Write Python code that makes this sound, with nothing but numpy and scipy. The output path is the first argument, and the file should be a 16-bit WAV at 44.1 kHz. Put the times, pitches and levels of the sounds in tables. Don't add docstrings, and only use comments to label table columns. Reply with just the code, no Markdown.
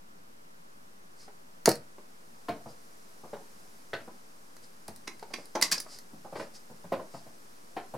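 import sys
import numpy as np
from scipy import signal
from scipy.fft import rfft, irfft, next_fast_len
from scipy.io import wavfile

SR = 44100
rng = np.random.default_rng(int(sys.argv[2]) if len(sys.argv) > 2 else 0)


def output_pcm(signal):
    pcm = np.clip(np.atleast_2d(signal).T, -1, 1) * 32767
    wavfile.write(sys.argv[1], SR, np.round(pcm).astype(np.int16))


N = 351477
T = np.arange(SR // 2) / SR
TOP_HZ = 16000

# [f/Hz, t60/s]
ROOM_DECAY = [(100, 0.42), (500, 0.25), (1500, 0.23), (5000, 0.17), (14000, 0.14)]
# [f/Hz, side minus mid level/dB]
REFLECTED_WIDTH = [(100, -21), (350, -16.5), (650, -14), (1100, -4.5), (3000, -5.5), (6000, -5),
                   (14000, -3.5)]
# [f/Hz, side minus mid level/dB]
MURMUR_WIDTH = [(60, -17.5), (110, -7.5), (200, -8), (380, 1), (700, 9), (1290, 11), (2380, 4.5), (4400, 5),
                (8120, 0), (15000, -5.5)]

# [f/Hz, level/dB]
MURMUR_SPECTRUM = [(12, -35), (20, -13), (32, -38), (123, -20), (146, -24), (168, -13.5), (241, -15.5),
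                   (357, -21.5), (558, -24), (660, -27), (1120, -28), (3840, -38.5), (5680, -38),
                   (13500, -40.5), (16000, -50)]
# [f/Hz, level/dB]
RUMBLE_SPECTRUM = [(22, 4), (45, 7), (70, -7.5), (120, -34), (300, -69)]
# [f/Hz, level/dB]
HISS_SPECTRUM = [(100, -9), (400, 9.5), (1200, 2.5), (3300, -5), (5200, 3), (7000, -0.5), (10000, -1),
                 (13000, -5.5), (15500, -14)]
# [t/s, level/dB]
HISS_LEVEL = [(0, -68), (2.2, -63.5), (2.5, -61), (3.6, -59.5), (4.4, -62), (6.1, -61), (7.97, -60)]

# [t/s of the peak, level/dB, width/s]
SWISHES = [(1.222, -14.5, 0.032), (2.701, -19.5, 0.018), (4.64, -19, 0.011), (5.388, -14.5, 0.057),
           (5.932, -7.5, 0.031), (6.399, -11.5, 0.032), (6.558, -12.5, 0.011), (7.161, -16, 0.037)]
# [f/Hz, level/dB]
SWISH_SPECTRUM = [(500, -9), (3500, -13), (5000, 2.5), (6300, -7), (9500, -9), (15500, -32)]

# [t/s, level/dB before KNOCK_DB, weight level/dB, body t60/s, wood pitch f/Hz]
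BUMPS = [(1.278, -45, -31, .076, 840), (1.982, -45, -23, 0.042, 574), (4.8834, -38, -0.5, 0.042, 370),
         (5.2258, -37, -21, 0.027, 744), (5.304, -43.5, -7, .12, 600), (5.383, -40.5, -12, 0.052, 510),
         (5.551, -22.5, -29, 0.17, 874), (5.776, -43.5, -8, 0.018, 805), (5.861, -45, -16, 0.046, 1260)]
BUMP_RISE_S, BUMP_SLAP_DB = .001, -14
KNOCK_DB = 22
# [f/Hz, level/dB]
SOLE_SPECTRUM = [(120, -23), (300, -3), (550, 1.5), (900, -2.5), (1500, -14.5), (2500, -35), (6000, -41.5)]
# [f/Hz, level/dB]
SLAP_SPECTRUM = [(600, -29), (1400, 5.5), (2200, 2.5), (3300, -4.5), (4300, -4), (6500, -21), (10000, -29),
                 (15500, -60)]
# [f/Hz, level/dB]
WEIGHT_SPECTRUM = [(40, -33), (80, -10), (130, -2), (220, 3.5), (350, -8.5), (700, -38)]

# [f/Hz, level/dB, t60/s]
POINT_MODES = [(1910, -7, .02), (2850, -14, 0.017), (3470, -14.5, 0.022), (4530, -2.5, 0.019),
               (6420, -0.5, .014), (6900, 1.5, 0.018), (9100, 1, 0.014)]
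LAND_S = 1.6578

# [t/s, level/dB, tilt/(dB per octave)]
CLICKS = [(1.6582, 11, 2.5), (1.6593, 8.5, -3), (1.6697, -2.5, -1), (1.6734, 3, -7.5), (1.6852, -3.5, -8),
          (1.6905, 6.5, 6.5), (1.692, 9, -.5), (1.716, 2.5, -1), (1.755, -7.5, 0), (4.5660, -15.5, -2),
          (4.881, -8.5, 1.5), (4.9618, -14, 2.5), (5.1945, -16.5, -1.5), (5.228, -17.5, -4),
          (5.4562, -16.5, 0), (5.6134, 7, 0), (5.6212, 1.5, -3.5), (5.8014, 1.5, 1.5), (5.9877, -12, 1)]
# [f/Hz, level/dB]
CLICK_SPECTRUM = [(100, -24), (450, -12.5), (1200, -11.5), (1900, -7.5), (3200, -21), (4400, -2.5),
                  (7000, -11.5), (10000, -8), (15500, -23.5)]
# [f/Hz, level/dB, t60/s]
DART_MODES = [(1119, 2, 0.058), (1950, -15, 0.015), (2170, -3.5, .035), (4050, 5.5, 0.083),
              (4440, -16, 0.032), (4820, 11.5, 0.035), (5300, 0.5, 0.058), (6100, 1, 0.091),
              (7400, 1.5, 0.017), (8900, 1, 0.024)]
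CLICK_T60_S = 0.016
DULL_LASTS = 0.12

# [t/s, level/dB, softness corner f/Hz]
THUDS = [(1.6705, 2, 1000), (1.6779, 26, 1100), (1.6823, 29, 600), (1.6942, 11, 700), (1.7070, 8, 900),
         (1.7160, 8, 1200)]
# [f/Hz, level/dB]
THUD_SPECTRUM = [(45, -65), (75, -24), (115, -1.5), (230, -7.5), (450, 0.5), (750, -1.5), (1300, -14),
                 (2200, -18), (4000, -45)]
# [f/Hz, level/dB, t60/s]
BOARD_MODES = [(124, -4, 0.12), (208, -3.5, 0.24), (327, 10.5, 0.12), (409, -5, 0.14), (476, 3, 0.24),
               (520, -16, 0.2), (566, 4, 0.196), (600, -3, 0.15), (630, -2, 0.25), (758, 1.5, 0.16),
               (930, -2.5, 0.19), (1280, -13, 0.29)]

# [t/s, level/dB before KNOCK_DB, weight level/dB, slap level/dB, wood pitch f/Hz]
STEPS = [(2.483, -24.5, -8, -11.5, 645), (2.656, -38, -4, -28, 646), (3.233, -40.5, -5.5, -30, 656),
         (3.329, -31, -13.5, -18, 433), (3.9317, -29, -12, -0.5, 374), (4.073, -41.5, -5, -21, 970),
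         (6.129, -51.5, 8.5, -29, 794), (6.245, -38, -11, -26, 790), (6.323, -35.5, -8, -18, 514),
         (6.353, -31.5, -14, -10.5, 576), (6.395, -31, -10, -7, 543), (6.694, -45, -0.5, -30, 537),
         (6.840, -42.5, -0.5, -13, 567), (6.919, -20, -13, -16, 570), (6.990, -34, -13, -23, 546),
         (7.138, -37, -3.5, -15.5, 695), (7.261, -46.5, 0.5, -17, 684), (7.7643, -28, -24, -10.5, 740),
         (7.937, -31, -5.5, -20, 600)]
STEP_RISE_S, STEP_T60_S = 0.0011, 0.075
SHARPER_PER_DB = 0.11
ROLL_S, ROLL_DB = .07, -21.5

# [t/s of the peak, level/dB, gripped barrel's pitch f/Hz]
WRENCHES = [(5.0777, -4, 2200), (5.3396, -2, 2270), (5.5550, -6, 6040)]
# [t/s of the peak, level/dB, rise/s, barrel's pitch f/Hz]
SLIDES = [(5.6263, 14.5, 0.0019, 1970), (5.7167, 6, 0.0016, 1650), (5.7231, 9, 0.00096, 1740),
          (5.7293, 6.5, .003, 2210), (5.781, -7.5, .0006, 5060)]
# [f/Hz, level/dB]
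SCRAPE_SPECTRUM = [(90, -26), (210, -7.5), (330, -10.5), (800, -15), (1120, -10), (1400, -15), (2000, -8.5),
                   (2900, -10), (3800, -8.5), (4700, 1), (7500, -5.5), (11000, -10), (15500, -24)]
SETTLE_S, SETTLE_DB = .0114, -10.5
SWELL_S = .02


def amp(db):
    return 10 ** (np.asarray(db) / 20)


def norm(x):
    return x / np.sqrt(np.sum(x ** 2) + 1e-20)


def along(points, hz):
    f, value = np.transpose(points)
    return np.interp(np.log(hz + 1), np.log(f), value)


def diffuse(count, spectrum=None, width=REFLECTED_WIDTH):
    hz = np.fft.rfftfreq(count, 1 / SR)
    gain = amp(along(spectrum, hz)) if spectrum else 1
    balance = amp([0 * hz, along(width, hz)])
    noise = rfft(rng.standard_normal((2, count)))
    mid, side = irfft(noise * gain * balance, count)
    pair = np.array([mid + side, mid - side])
    return pair / pair.std()


def colour(x, points, shade=lambda hz: 0):
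    m = 2 * len(T)
    hz = np.fft.rfftfreq(m, 1 / SR)
    gain = amp(along(points, hz) + shade(hz))
    cepstrum = irfft(np.log(gain + 1e-6))
    cepstrum[1:m // 2] *= 2
    cepstrum[m // 2 + 1:] = 0
    response = np.exp(rfft(cepstrum))
    return irfft(rfft(x, m) * response)[:len(T)]


def tilted(tilt):
    return lambda hz: tilt * np.log2(np.maximum(hz, 1000) / 5000)


def hump(centre_hz, width_hz, db):
    return lambda hz: db / (1 + ((hz - centre_hz) / width_hz) ** 2)


def decay(t60):
    return 1000 ** (-T / t60)


def burst(t60):
    return norm(rng.standard_normal(len(T)) * decay(t60))


def chatter(depth):
    knots = T[::40]
    return np.exp(depth * np.interp(T, knots, rng.standard_normal(len(knots))))


def ring(modes, spread=0):
    total = np.zeros(len(T))
    for hz, db, t60 in modes:
        strength = amp(db) * np.exp(spread * rng.normal())
        total += strength * decay(t60) * np.sin(2 * np.pi * hz * T)
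    return norm(total)


def add(track, s, sound, room_db, near_db=-14, pan_db=0):
    hz, t, z = signal.stft(diffuse(len(T)), SR, nperseg=256)
    damped = z * 1000 ** (-t / along(ROOM_DECAY, hz)[:, None])
    tail = signal.istft(damped, SR, nperseg=256)[1][:, :len(T)]
    tail = norm(tail * (1 - np.exp(-T / 0.0037)))
    left, right = diffuse(len(T)) * np.exp(-T / 0.0019)
    near = norm(np.array([left - right, right - left]))
    echoes = np.sqrt(2) * (amp(room_db) * tail + amp(near_db) * near)
    wet = signal.fftconvolve(sound[None], echoes, axes=1)[:, :len(T)]
    pan = amp([[pan_db / 2], [-pan_db / 2]])
    start = round(s * SR)
    track[:, start:start + len(T)] += (pan * (sound + wet))[:, :max(N - start, 0)]


def background():
    hiss_db = np.interp(np.arange(N) / SR, *np.transpose(HISS_LEVEL))
    murmur = amp(-57) * diffuse(N, MURMUR_SPECTRUM, MURMUR_WIDTH)
    rumble = amp(-80.5) * diffuse(N, RUMBLE_SPECTRUM)
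    hiss = amp(hiss_db) * diffuse(N, HISS_SPECTRUM)
    return murmur + rumble + hiss


def swishes():
    out = np.zeros((2, N))
    lead = .15
    for s, db, width in SWISHES:
        swell = np.exp(-.5 * ((T - lead) / width) ** 2)
        rub = norm(rng.standard_normal(len(T)) * swell)
        add(out, s - lead, amp(db) * colour(rub, SWISH_SPECTRUM), room_db=-3.5)
    return out


def knock(weight_db, slap_db, rise, t60, wood_hz):
    press = 1 - np.exp(-T / rise)
    load = 1 - np.exp(-T / 0.0044)
    low_mode, high_mode = hump(wood_hz, 90, 6), hump(1.75 * wood_hz, 140, 4)
    body = norm(colour(burst(t60) * press, SOLE_SPECTRUM, lambda hz: low_mode(hz) + high_mode(hz)))
    slap = norm(colour(burst(t60 * 1.64) * press * chatter(depth=0.42), SLAP_SPECTRUM))
    weight = norm(colour(burst(t60 * 1.18) * load, WEIGHT_SPECTRUM))
    return amp(KNOCK_DB) * (body + amp(slap_db) * slap + amp(weight_db) * weight)


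def bumps():
    out = np.zeros((2, N))
    for s, db, weight_db, t60, wood_hz in BUMPS:
        bump = knock(weight_db, BUMP_SLAP_DB, BUMP_RISE_S, t60, wood_hz)
        add(out, s, amp(db) * bump, room_db=-5.5, near_db=-10.0)
    return out


def point():
    out = np.zeros((2, N))
    add(out, LAND_S, amp(3.5) * ring(POINT_MODES), room_db=-15, near_db=-14)
    return out


def clicks():
    out = np.zeros((2, N))
    for s, db, tilt in CLICKS:
        t60 = CLICK_T60_S * np.exp(-DULL_LASTS * tilt)
        tick = 0.23 * (T == 0)
        contact = norm(tick + norm(burst(t60) * chatter(depth=0.42)))
        rung = ring(DART_MODES, spread=.3)
        sound = colour(contact + amp(-17.5) * rung, CLICK_SPECTRUM, tilted(tilt))
        add(out, s, amp(db) * sound, room_db=-5, near_db=-11, pan_db=-1.0)
    return out


def board():
    out = np.zeros((2, N))
    for s, db, soft_hz in THUDS:
        push = colour(1. 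* (T == 0), THUD_SPECTRUM, lambda hz: -10 * np.log10(1 + (hz / soft_hz) ** 4))
        add(out, s, -amp(db) * push, room_db=-17.0, near_db=-18.0, pan_db=-0.1)
    heaviest = max(THUDS, key=lambda row: row[1])[0]
    woody = ring(BOARD_MODES) * (1 - np.exp(-T / .003))
    add(out, heaviest, amp(7.5) * woody, room_db=-29, near_db=-14.5)
    return out


def steps():
    out = np.zeros((2, N))
    for s, db, weight_db, slap_db, wood_hz in STEPS:
        rise = STEP_RISE_S * np.exp(-SHARPER_PER_DB * slap_db)
        for delay, loss_db in [(0, 0), (ROLL_S, ROLL_DB)]:
            footfall = knock(weight_db, slap_db, rise, STEP_T60_S, wood_hz)
            add(out, s + delay, amp(db + loss_db) * footfall, room_db=-4.5, near_db=-10.5)
    return out


def scrape(rise, t60, tilt, barrel_hz, barrel_db):
    t = T - SWELL_S
    grip = np.where(t < 0, np.exp(-abs(t) / rise), 1000 ** (-abs(t) / t60))
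    slips = norm(grip * rng.standard_normal(len(T)) * chatter(depth=0.23))
    rung = signal.fftconvolve(slips, ring(DART_MODES, spread=0.26))[:len(T)]
    barrel = hump(barrel_hz, 0.087 * barrel_hz, barrel_db)
    return colour(slips + amp(-17.5) * rung, SCRAPE_SPECTRUM, lambda hz: tilted(tilt)(hz) + barrel(hz))


def scrapes():
    out = np.zeros((2, N))
    for s, db, hz in WRENCHES:
        pull = scrape(rise=.0016, t60=0.023, tilt=-5.0, barrel_hz=hz, barrel_db=11.5)
        add(out, s - SWELL_S, amp(db) * pull, room_db=-5.0, near_db=-8, pan_db=-3.0)
    for s, db, rise, hz in SLIDES:
        start = s - SWELL_S
        slide = scrape(rise, t60=0.023, tilt=-0.22, barrel_hz=hz, barrel_db=13.5)
        add(out, start, amp(db) * slide, room_db=-7.5, near_db=-9.5, pan_db=.2)
        settle = scrape(rise=.004, t60=0.1, tilt=-1.5, barrel_hz=hz, barrel_db=1)
        add(out, start + SETTLE_S, amp(db + SETTLE_DB) * settle, room_db=-4.0, near_db=-9, pan_db=-2.0)
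    return out


def scene():
    return background() + swishes() + bumps() + point() + clicks() + board() + steps() + scrapes()


def record(dry):
    m = next_fast_len(N + SR // 2)
    passed = np.fft.rfftfreq(m, 1 / SR) < TOP_HZ
    return irfft(rfft(dry, m) * passed, m)[:, :N] - .003


dry = scene()
out = record(dry)
output_pcm(out)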